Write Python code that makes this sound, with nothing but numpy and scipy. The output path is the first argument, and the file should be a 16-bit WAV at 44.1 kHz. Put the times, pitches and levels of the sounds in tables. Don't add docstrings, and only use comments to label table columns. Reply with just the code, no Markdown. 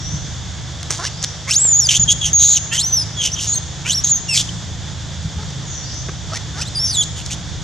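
import sys
import numpy as np
from scipy import signal
from scipy.fft import rfft, irfft, next_fast_len
from scipy.io import wavfile
from scipy.ndimage import uniform_filter1d, minimum_filter1d

SR = 44100
rng = np.random.default_rng(int(sys.argv[2]) if len(sys.argv) > 2 else 0)


def wrap_up_sound(samples):
    columns = np.atleast_2d(samples).T
    tamed = np.clip(columns, -1, 1)
    steps = np.round(tamed * 32767).astype(np.int16)
    wavfile.write(sys.argv[1], SR, steps)


N = 336483
BAND_LIMIT_HZ = 15700


def gain_of(db):
    return 10 ** (np.asarray(db) / 20)


def unit_rms(x):
    return x / np.sqrt(np.mean(x ** 2) + 1e-20)


def value_at(points, hz):
    f, value = np.transpose(points)
    return np.interp(np.log(hz + 1), np.log(f + 1), value)


def coloured(x, spectrum):
    size = next_fast_len(len(x) + 256)
    response = gain_of(value_at(spectrum, np.fft.rfftfreq(size, 1 / SR)))
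    return unit_rms(irfft(rfft(x, size) * response, size)[:len(x)])


def wander(count, hz):
    size = next_fast_len(count + 4096)
    f = np.fft.rfftfreq(size, 1 / SR)
    return unit_rms(irfft(rfft(rng.standard_normal(size)) / (1 + (f / hz) ** 4), size))[:count]


def resonate(x, hz, width_hz):
    carrier = np.exp(2j * np.pi * np.cumsum(hz) / SR)
    r = np.exp(-np.pi * width_hz / SR)
    return unit_rms((carrier * signal.lfilter([(1 - r) ** 2], [1, -2 * r, r * r], x / carrier)).real)


def progress(length):
    return np.linspace(0, 1, max(round(length * SR), 2))


def arch(u, first, middle, last):
    return first + (last - first) * u + (4 * middle - 2 * first - 2 * last) * u * (1 - u)


def glide(u, first, last, bend):
    return first * (last / first) ** (u ** bend)


def add(mix, start, sound):
    i = np.arange(len(sound))
    sound = sound * np.minimum(np.minimum(i, i[::-1]) / 50, 1)
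    part = mix[max(round(start * SR), 0):][:len(sound)]
    part += sound[:len(part)]


# frequency in Hz, left-right correlation from 0 to 1.
COHERENCE = [(30, .05), (70, .2), (150, .56), (300, .95), (1500, .9), (7000, .75), (14000, .6)]
def diffuse_noise(spectrum):
    shared = value_at(COHERENCE, np.fft.rfftfreq(N, 1 / SR))
    left, independent = rfft(rng.standard_normal((2, N)))
    right = shared * left + np.sqrt(1 - shared ** 2) * independent
    return np.array([coloured(irfft(side, N), spectrum) for side in (left, right)])


# frequency in Hz, relative spectral density in dB.
RUMBLE_SPECTRUM = [(12, -50), (20, -19), (63, 2.5), (119, -1), (162, -3.5), (208, -10.5), (255, -15),
                   (307, -14), (400, -31), (520, -63), (880, -120)]
# time in seconds, relative level in dB.
RUMBLE_LEVELS = [(0.0, -31.5), (1.91, -41), (2.04, -30.5), (2.38, -35.5), (7.63, -32)]
def rumble():
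    db = np.interp(np.arange(N) / SR, *np.transpose(RUMBLE_LEVELS))
    return diffuse_noise(RUMBLE_SPECTRUM) * gain_of(db + 1.6)


# frequency in Hz, relative spectral density in dB.
HISS_SPECTRUM = [(200, -0.5), (320, 4), (800, 5.5), (1100, 2), (1800, 3.5), (2600, -3), (3050, 2.5),
                 (3500, 10.5), (4000, 1.5), (5200, 3.5), (6800, 5), (7700, -3.5), (9000, -19),
                 (15000, -39.5)]
def forest_hiss(db=-34):
    return diffuse_noise(HISS_SPECTRUM) * gain_of(db + 0.5 * wander(N, 13.3))


# time in seconds, frequency of the shaft's sixth order in Hz.
ENGINE_PITCH = [(0, 153), (2.6, 156), (3.6, 163), (4.6, 168), (5.6, 159), (6.3, 154), (7.63, 153)]
# order, level in dB.
ENGINE_ORDERS = [(3, -34.5), (4, -35), (5, -35.5), (6, -36), (7, -43)]
def engine_hum(waver_db=3):
    sixth_hz = np.interp(np.arange(N) / SR, *np.transpose(ENGINE_PITCH)) + wander(N, 8)
    turns = np.cumsum(sixth_hz) / SR / 6
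    return sum(gain_of(db + waver_db * wander(N, 5.2)) * np.sin(2 * np.pi * (k * turns + rng.random()))
               for k, db in ENGINE_ORDERS)


# frequency in Hz, time to decay by 60 dB in seconds.
FOREST_T60 = [(300, 0.17), (3000, 0.56), (7000, 1), (14000, 0.043)]
def forest_echoes(x, build_s=0.013, echoes_per_s=1500):
    taps = rng.standard_normal((2, SR)) * (rng.random((2, SR)) < echoes_per_s / SR)
    taps = taps + 0.15 * taps[::-1]
    hz, t, bands = signal.stft(taps, SR, nperseg=256)
    decay = gain_of(-60 * t / value_at(FOREST_T60, hz)[:, None])
    tail = signal.istft(bands * decay * (1 - np.exp(-t / build_s)), SR, nperseg=256)[1]
    return signal.fftconvolve(x[None], tail / np.linalg.norm(tail[0]), axes=1)[:, :N]


# start and length in seconds, first, middle and last pitch in Hz,
# first and last relative level in dB.
BIRD_NOTES = [(0, 0.19, 5550, 6270, 6630, -30.5, -43), (1.101, .13, 4390, 5030, 6030, -44, -32),
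              (5.663, .165, 7030, 5730, 6050, -31, -42), (5.827, 0.14, 4350, 5480, 6500, -35.5, -33.5)]
def birds(mix, trill=0.0067):
    for start, length, *pitches, first_db, last_db in BIRD_NOTES:
        u = progress(length)
        hz = arch(u, *pitches) * (1 + trill * wander(len(u), 176))
        tone = np.sqrt(2) * np.sin(2 * np.pi * np.cumsum(hz) / SR)
        add(mix, start, gain_of(first_db + (last_db - first_db) * u) * tone)


def burst(spectrum, db, rise_s, decay_s, grain_db):
    t = np.arange(SR // 2) / SR
    grains = rng.standard_normal(len(t)) * gain_of(grain_db * wander(len(t), 900))
    envelope = np.minimum(t / rise_s, 1) * np.exp(-np.maximum(t - rise_s, 0) / decay_s)
    return gain_of(db) * coloured(grains, spectrum) * envelope


# frequency in Hz, relative level in dB.
BUMP_SPECTRUM = [(25, -19), (60, -4.5), (100, -1.5), (170, -5.5), (260, -32), (600, -67)]
# start in seconds, level in dB, decay time constant in seconds.
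BUMP_EVENTS = [(0.131, -21, 0.041), (1.989, -21.5, 0.1), (2.237, -25, 0.095), (5.243, -17.5, 0.017),
               (5.361, -19, 0.033)]
def bumps(mix):
    for start, db, decay in BUMP_EVENTS:
        add(mix, start, burst(BUMP_SPECTRUM, db, rise_s=0.0081, decay_s=decay, grain_db=-1))


# frequency in Hz, relative level in dB.
STONE_SPECTRUM = [(150, -15), (400, 11.5), (700, -14), (1200, 4), (2200, -2.5), (3500, -22), (9000, -62)]
# start in seconds, level in dB, decay time constant in seconds.
KNOCK_EVENTS = [(0.901, -21, 0.0092), (1.651, -13, 0.00078), (6.086, -21.5, 0.0063)]
def knocks(mix):
    for start, db, decay in KNOCK_EVENTS:
        add(mix, start, burst(STONE_SPECTRUM, db, rise_s=0.00089, decay_s=decay, grain_db=5.5))


# frequency in Hz, relative level in dB.
LITTER_SPECTRUM = [(200, -4), (400, -10), (1300, -2.5), (2500, -5), (4500, 3), (6700, 8.5), (8500, -5.5),
                   (12000, -23), (15500, -32)]
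# start in seconds, level in dB, rise time and decay time constant in seconds.
SCUFF_EVENTS = [(.829, -23, .001, 0.0023), (0.896, -17, 0.016, 0.027), (0.936, -25.5, 0.0069, 0.028),
                (1.217, -19, 0.022, 0.013), (7.252, -25, 0.0045, 0.018)]
def scuffs(mix):
    for start, db, rise, decay in SCUFF_EVENTS:
        add(mix, start, burst(LITTER_SPECTRUM, db, rise, decay, grain_db=-9))
    for start in rng.uniform(0, N / SR, size=16):
        add(mix, start, burst(LITTER_SPECTRUM, -34, rise_s=0.001, decay_s=0.002, grain_db=3))


def gated(x, attack_s=0.0015, release_s=0.007):
    t = np.arange(len(x)) / SR
    return x * np.minimum(t / attack_s, 1) * np.minimum(t[::-1] / release_s, 1)


# frequency in Hz, relative level in dB.
THROAT_SPECTRUM = [(1500, -94), (2400, -58), (3200, 0), (4000, -2.5), (4700, -1), (5500, 2), (6600, 6),
                   (7500, 1), (8600, -9), (11000, -15.5), (13500, -29), (15500, -37)]
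def upper_voice(hz, phase, rough, tilt_db=5, side_ratio=0.582):
    orders = np.arange(2, 7)[:, None]
    heights = gain_of(value_at(THROAT_SPECTRUM, orders * hz) - tilt_db * np.log2(orders))
    heights *= orders * hz < SR / 2
    overtones = (heights * np.cos(orders * phase)).sum(0) / np.sqrt((heights ** 2).sum(0) / 2 + 1e-20)
    hiss = coloured(rng.standard_normal(len(hz)), THROAT_SPECTRUM)
    melt = np.clip((rough - 0.2) * 1.4, 0, 1) ** 2
    unsplit = np.sqrt(1 - melt) * overtones + np.sqrt(melt) * hiss
    split = np.clip((rough - 0.15) * 7, 0, 1) * np.clip((hz - 5400) / 800, 0, 1)
    side_tone = resonate(rng.standard_normal(len(hz)), side_ratio * hz, width_hz=750)
    strained = gain_of(-3) * side_tone + 0.7 * hiss + gain_of(-21) * overtones
    return np.sqrt(1 - split) * unsplit + np.sqrt(split) * strained


# pitch in Hz, relative level in dB before brightness is added.
CLEAR_BALANCE = [(2550, 8), (3200, -1.5), (4000, 2.5), (4900, -15.5), (6000, -26), (7000, -39), (7800, -42)]
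BROKEN_BALANCE = [(2550, 3.5), (3200, 8), (5000, -10), (6600, -9.5)]
def voice(hz, db, rough, bright_db=0, jitter_hz=330, tremor_db=1.82):
    count = len(hz)
    broken = np.clip((rough - 0.24) / 0.35, 0, 1)
    balance_db = (1 - broken) * value_at(CLEAR_BALANCE, hz) + broken * value_at(BROKEN_BALANCE, hz)
    upper_gain = gain_of(balance_db + bright_db)
    wavering_hz = hz * (1 + 0.004 * wander(count, 195))
    jitter = jitter_hz * rough * np.minimum(2 * rough + 0.15, 1) * wander(count, 650)
    phase = 2 * np.pi * np.cumsum(wavering_hz + jitter) / SR
    chaos = rough ** 3
    noise_band = resonate(rng.standard_normal(count), hz, width_hz=750)
    fundamental = np.sqrt(2 * (1 - chaos)) * np.cos(phase) + np.sqrt(chaos) * noise_band
    tone = (fundamental + upper_gain * upper_voice(hz, phase, rough)) / np.sqrt(1 + upper_gain ** 2)
    depth = 0.99 * np.minimum(rough, 0.65)
    sputter = (1 + 1.27 * depth * np.tanh(0.31 * wander(count, 420))) / np.sqrt(1 + depth ** 2)
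    return gain_of(db + tremor_db * wander(count, 84)) * sputter * tone


def fold_pulses(rate_hz, jitter=0.025, shimmer=0.4, breath=0.34):
    count = len(rate_hz)
    phase = 2 * np.pi * np.cumsum(rate_hz * (1 + jitter * wander(count, 200))) / SR
    orders = np.arange(1, 50)[:, None]
    dispersion = 0.09 * orders ** 2
    pulses = unit_rms((np.cos(orders * phase + dispersion) * (orders * rate_hz < BAND_LIMIT_HZ)).sum(0))
    pulses *= np.exp(shimmer * wander(count, 190))
    return pulses + breath * (1 + np.cos(phase)) * rng.standard_normal(count)


# start and length in seconds, first and last mouth resonance in Hz, first and last pulse
# rate in Hz, relative mouth and throat levels in dB, fraction of the call when the throat is fully open.
RASP_CALLS = [(0.982, 0.099, 960, 2240, 330, 1200, -28.5, -18.5, 0.89),
              (1.47, 0.047, 1790, 2690, 520, 1140, -25.5, -14.5, 0.87),
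              (2.71, 0.069, 2810, 3250, 440, 680, -21, -17.5, 0.45),
              (3.847, 0.052, 2400, 3100, 460, 630, -23.5, -16.5, 0.96),
              (5.38, 0.061, 855, 1000, 420, 460, -38, -38, 0.6),
              (6.316, .04, 970, 1390, 620, 1000, -28.5, -23.5, 0.67),
              (6.347, 0.034, 1850, 2030, 450, 530, -29.5, -24.5, .3),
              (6.544, 0.087, 1330, 1580, 370, 740, -33.5, -21, 1)]
def rasps(mix, width_hz=650, swell_s=0.012):
    for start, length, first_hz, last_hz, *rates, mouth_db, throat_db, open_at in RASP_CALLS:
        u = progress(length)
        hz = glide(u, first_hz, last_hz, bend=1.22)
        drive = fold_pulses(glide(u, *rates, bend=2.3))
        mouth = resonate(drive, hz, width_hz) + gain_of(-7) * resonate(drive, 0.67 * hz, width_hz)
        mouth *= gain_of(mouth_db - 0.5 - 3 * (2 * u - 1) ** 2)
        opening = (hz.mean() / 2800) ** 0.22
        throat = coloured(drive, [(f * opening, db) for f, db in THROAT_SPECTRUM])
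        throat *= gain_of(throat_db - 1 - 21 * np.maximum(1 - u / open_at, 0))
        swell = np.minimum(np.arange(len(u)) / (swell_s * SR), 1)
        add(mix, start, gated(swell * (mouth + throat)))


# start and length in seconds, first, middle and last pitch in Hz, level in dB,
# roughness from 0 to 1, brightness in dB.
PEEP_CALLS = [(1.868, 0.0076, 6360, 6240, 5900, -7, 0.2, 4), (1.996, .05, 6600, 6950, 6380, -11.5, .05, -6),
              (3.317, 0.0386, 5300, 6090, 5530, -21, 0.42, -11),
              (3.472, 0.078, 6630, 6770, 6640, -16.5, 0.45, 0.5),
              (3.533, 0.033, 4290, 4200, 4270, -27, 0.25, 1),
              (3.555, 0.032, 6340, 6340, 6380, -18.5, 0.2, 4),
              (4.489, 0.01, 3200, 3110, 3080, -22, 0.25, -10),
              (6.651, 0.041, 3350, 3830, 4320, -32, .15, -6),
              (6.847, 0.074, 6100, 6130, 5700, -24, 0.42, -10)]
def peeps(mix):
    for start, length, *pitches, db, rough, bright_db in PEEP_CALLS:
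        hz = arch(progress(length), *pitches)
        add(mix, start, gated(voice(hz, db, rough, bright_db)))


# start and length in seconds, first and last pitch in Hz, first and last level in dB,
# final roughness from 0 to 1.
YELP_CALLS = [(1.064, .014, 2880, 3770, -29, -22, 0.42), (1.077, 0.011, 2560, 3100, -28, -25, 0),
              (1.508, .056, 2550, 6150, -12, -15, 0.72), (2.778, 0.05, 2990, 4910, -11.5, -20.5, .5),
              (3.896, .051, 2975, 4910, -9, -22, 0.63), (6.613, 0.029, 2470, 3270, -20.5, -27, .4),
              (7.024, .022, 3810, 4020, -21.5, -16.5, 0.88)]
def yelps(mix):
    for start, length, first_hz, last_hz, first_db, last_db, last_rough in YELP_CALLS:
        u = progress(length)
        hz = glide(u, first_hz, last_hz, bend=1.4)
        rough = np.interp(u, [0, 0.5], [0.19, last_rough])
        add(mix, start, gated(voice(hz, first_db + (last_db - first_db) * u, rough)))


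# start and length in seconds, first and last pitch in Hz, peak level in dB, places of the
# brightness after it in dB.
SCREECH_CALLS = [(1.888, 0.067, 3203, 2467, -9, 0.02, .32, 0.46, 0.88, 2),
                 (1.937, .048, 2910, 3390, -7.5, 0.5, 0.24, 0.44, 0.59, -2),
                 (2.075, 0.063, 3200, 3394, -8, 0.48, 0.48, 0.25, 0.52, 4),
                 (2.203, .105, 3354, 2993, -15.5, 0.46, 0.47, 0.36, 0.52, 0.5),
                 (2.546, 0.04, 3600, 2715, -15, 0.6, 0.15, 0.7, 0.58, -0.5),
                 (3.162, 0.14, 3400, 2930, -16.5, 0.51, .4, .25, 0.6, -7),
                 (3.251, 0.017, 2995, 3010, -12, .55, 0.1, 0.4, 0.87, 9),
                 (3.352, 0.17, 3200, 2870, -22, 0.33, 0.32, .45, 0.8, 4),
                 (4.275, .112, 2885, 2340, -14, 0.78, 0.6, 0.17, 0.7, 10),
                 (4.369, 0.065, 3420, 3280, -13, 0.12, 0, 0.7, 1, -2.5),
                 (7.159, 0.07, 3300, 3010, -29, 0.37, 0, 1, .95, -5.5),
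                 (7.3, .052, 2500, 3260, -20, .42, 0, 0.9, 0.92, 2)]
def screeches(mix, break_s=0.025, gruff_db=-20):
    for start, length, first_hz, last_hz, peak_db, peak, break_at, *timbre in SCREECH_CALLS:
        first_rough, last_rough, last_bright_db = timbre
        u = progress(length)
        hz = first_hz + (last_hz - first_hz) * u
        db = peak_db + np.interp(u, [0, peak, 1], [-11.5 * peak ** 0.5, 0, -7.5 * (1 - peak) ** 0.5])
        broken = np.clip((u - break_at) * length / break_s + 0.5, 0, 1)
        rough = first_rough + (last_rough - first_rough) * broken
        bright_db = broken * last_bright_db + (1 - broken) * gruff_db * first_rough
        call = voice(hz, db, rough, bright_db)
        add(mix, start, gated(call, attack_s=0.25 * peak * length, release_s=0.4 * (1 - peak) * length))


# start and length in seconds, roughness from 0 to 1.
HOARSE_STRETCHES = [(1.635, 0.085, 0.1), (2.373, .23, 0.55), (4.024, 0.099, 0.55), (6.851, .135, 0.39)]
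# time in seconds, pitch in Hz, level in dB.
SQUEAL_CONTOURS = [
    [(1.555, 5300, -21), (1.565, 6590, -9.5), (1.581, 6820, -14), (1.607, 7818, -17), (1.669, 7430, -11.5),
     (1.681, 7000, -13), (1.725, 7000, -13), (1.739, 6550, -10.5), (1.781, 6900, -15), (1.801, 6790, -6.5),
     (1.807, 5970, -14.5), (1.868, 4630, -17)],
    [(2.331, 6300, -9), (2.337, 6600, -14), (2.365, 6682, -9.5), (2.395, 6520, -10.5), (2.525, 6820, -9.5),
     (2.559, 6580, -12), (2.586, 6270, -23)],
    [(2.828, 5100, -20), (2.86, 6022, -19), (2.886, 6220, -20.5), (2.918, 6050, -33), (2.928, 6080, -12),
     (2.956, 5948, -15), (2.986, 5310, -17), (3.024, 4987, -21.5), (3.04, 4840, -32)],
    [(3.944, 5260, -17), (3.962, 5870, -21), (3.99, 5320, -18), (4.004, 5833, -22), (4.02, 5800, -39)],
    [(4.038, 6540, -15), (4.046, 6574, -9), (4.056, 6473, -19), (4.074, 6410, -16), (4.1, 6960, -15.5),
     (4.114, 6926, -9.5), (4.128, 6740, -15.5), (4.16, 6330, -16.5), (4.182, 6100, -21)],
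    [(6.749, 5047, -24.5), (6.773, 4770, -19.5), (6.787, 4818, -23), (6.803, 5420, -19.5),
     (6.853, 5530, -17), (6.883, 4900, -22.5), (6.901, 5172, -22), (6.937, 4390, -23), (6.941, 4089, -24),
     (6.973, 3370, -14.5), (7.009, 3470, -15.5), (7.017, 3240, -14), (7.026, 3200, -18.5)],
]
def squeals(mix, clear_rough=0.09, ramp_s=0.02, crack_size=0.0045):
    for contour in SQUEAL_CONTOURS:
        times, pitches, levels = np.transpose(contour)
        t = np.arange(times[0], times[-1], 1 / SR)
        hoarse = sum(rough * np.clip(np.minimum(t - start, start + length - t) / ramp_s, 0, 1)
                     for start, length, rough in HOARSE_STRETCHES)
        cracks = np.tanh(10 * wander(len(t), 35.4))
        hz = np.interp(t, times, pitches) * (1 + crack_size * cracks)
        add(mix, times[0], voice(hz, np.interp(t, times, levels), np.maximum(hoarse, clear_rough)))


def microphone_pair(x):
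    side = np.array([[0.5], [-0.5]])
    lead_rad = 0.55 * np.fft.rfftfreq(N, 1 / SR) / 6000
    return irfft(rfft(x) * np.exp(1j * side * lead_rad), N) * gain_of(-0.6 * side)


def scene():
    near, far = np.zeros((2, N))
    for source in squeals, peeps, yelps, screeches, rasps, scuffs, knocks, bumps:
        source(near)
    birds(far)
    direct = microphone_pair(near + gain_of(-6) * far)
    echoes = forest_echoes(gain_of(-19) * near + gain_of(-1) * far)
    background = rumble() + engine_hum() + forest_hiss()
    return direct + echoes + background * gain_of([[-0.5], [0.5]])


def record(dry):
    allowed_gain = np.minimum(1, 1 / (abs(dry).max(0) + 1e-9))
    gain = uniform_filter1d(minimum_filter1d(allowed_gain, size=89), size=89)
    low_pass = signal.firwin(511, BAND_LIMIT_HZ, window=("kaiser", 9), fs=SR)
    return signal.oaconvolve(dry * gain, low_pass[None], "same")


dry = scene()
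out = record(dry)
wrap_up_sound(out)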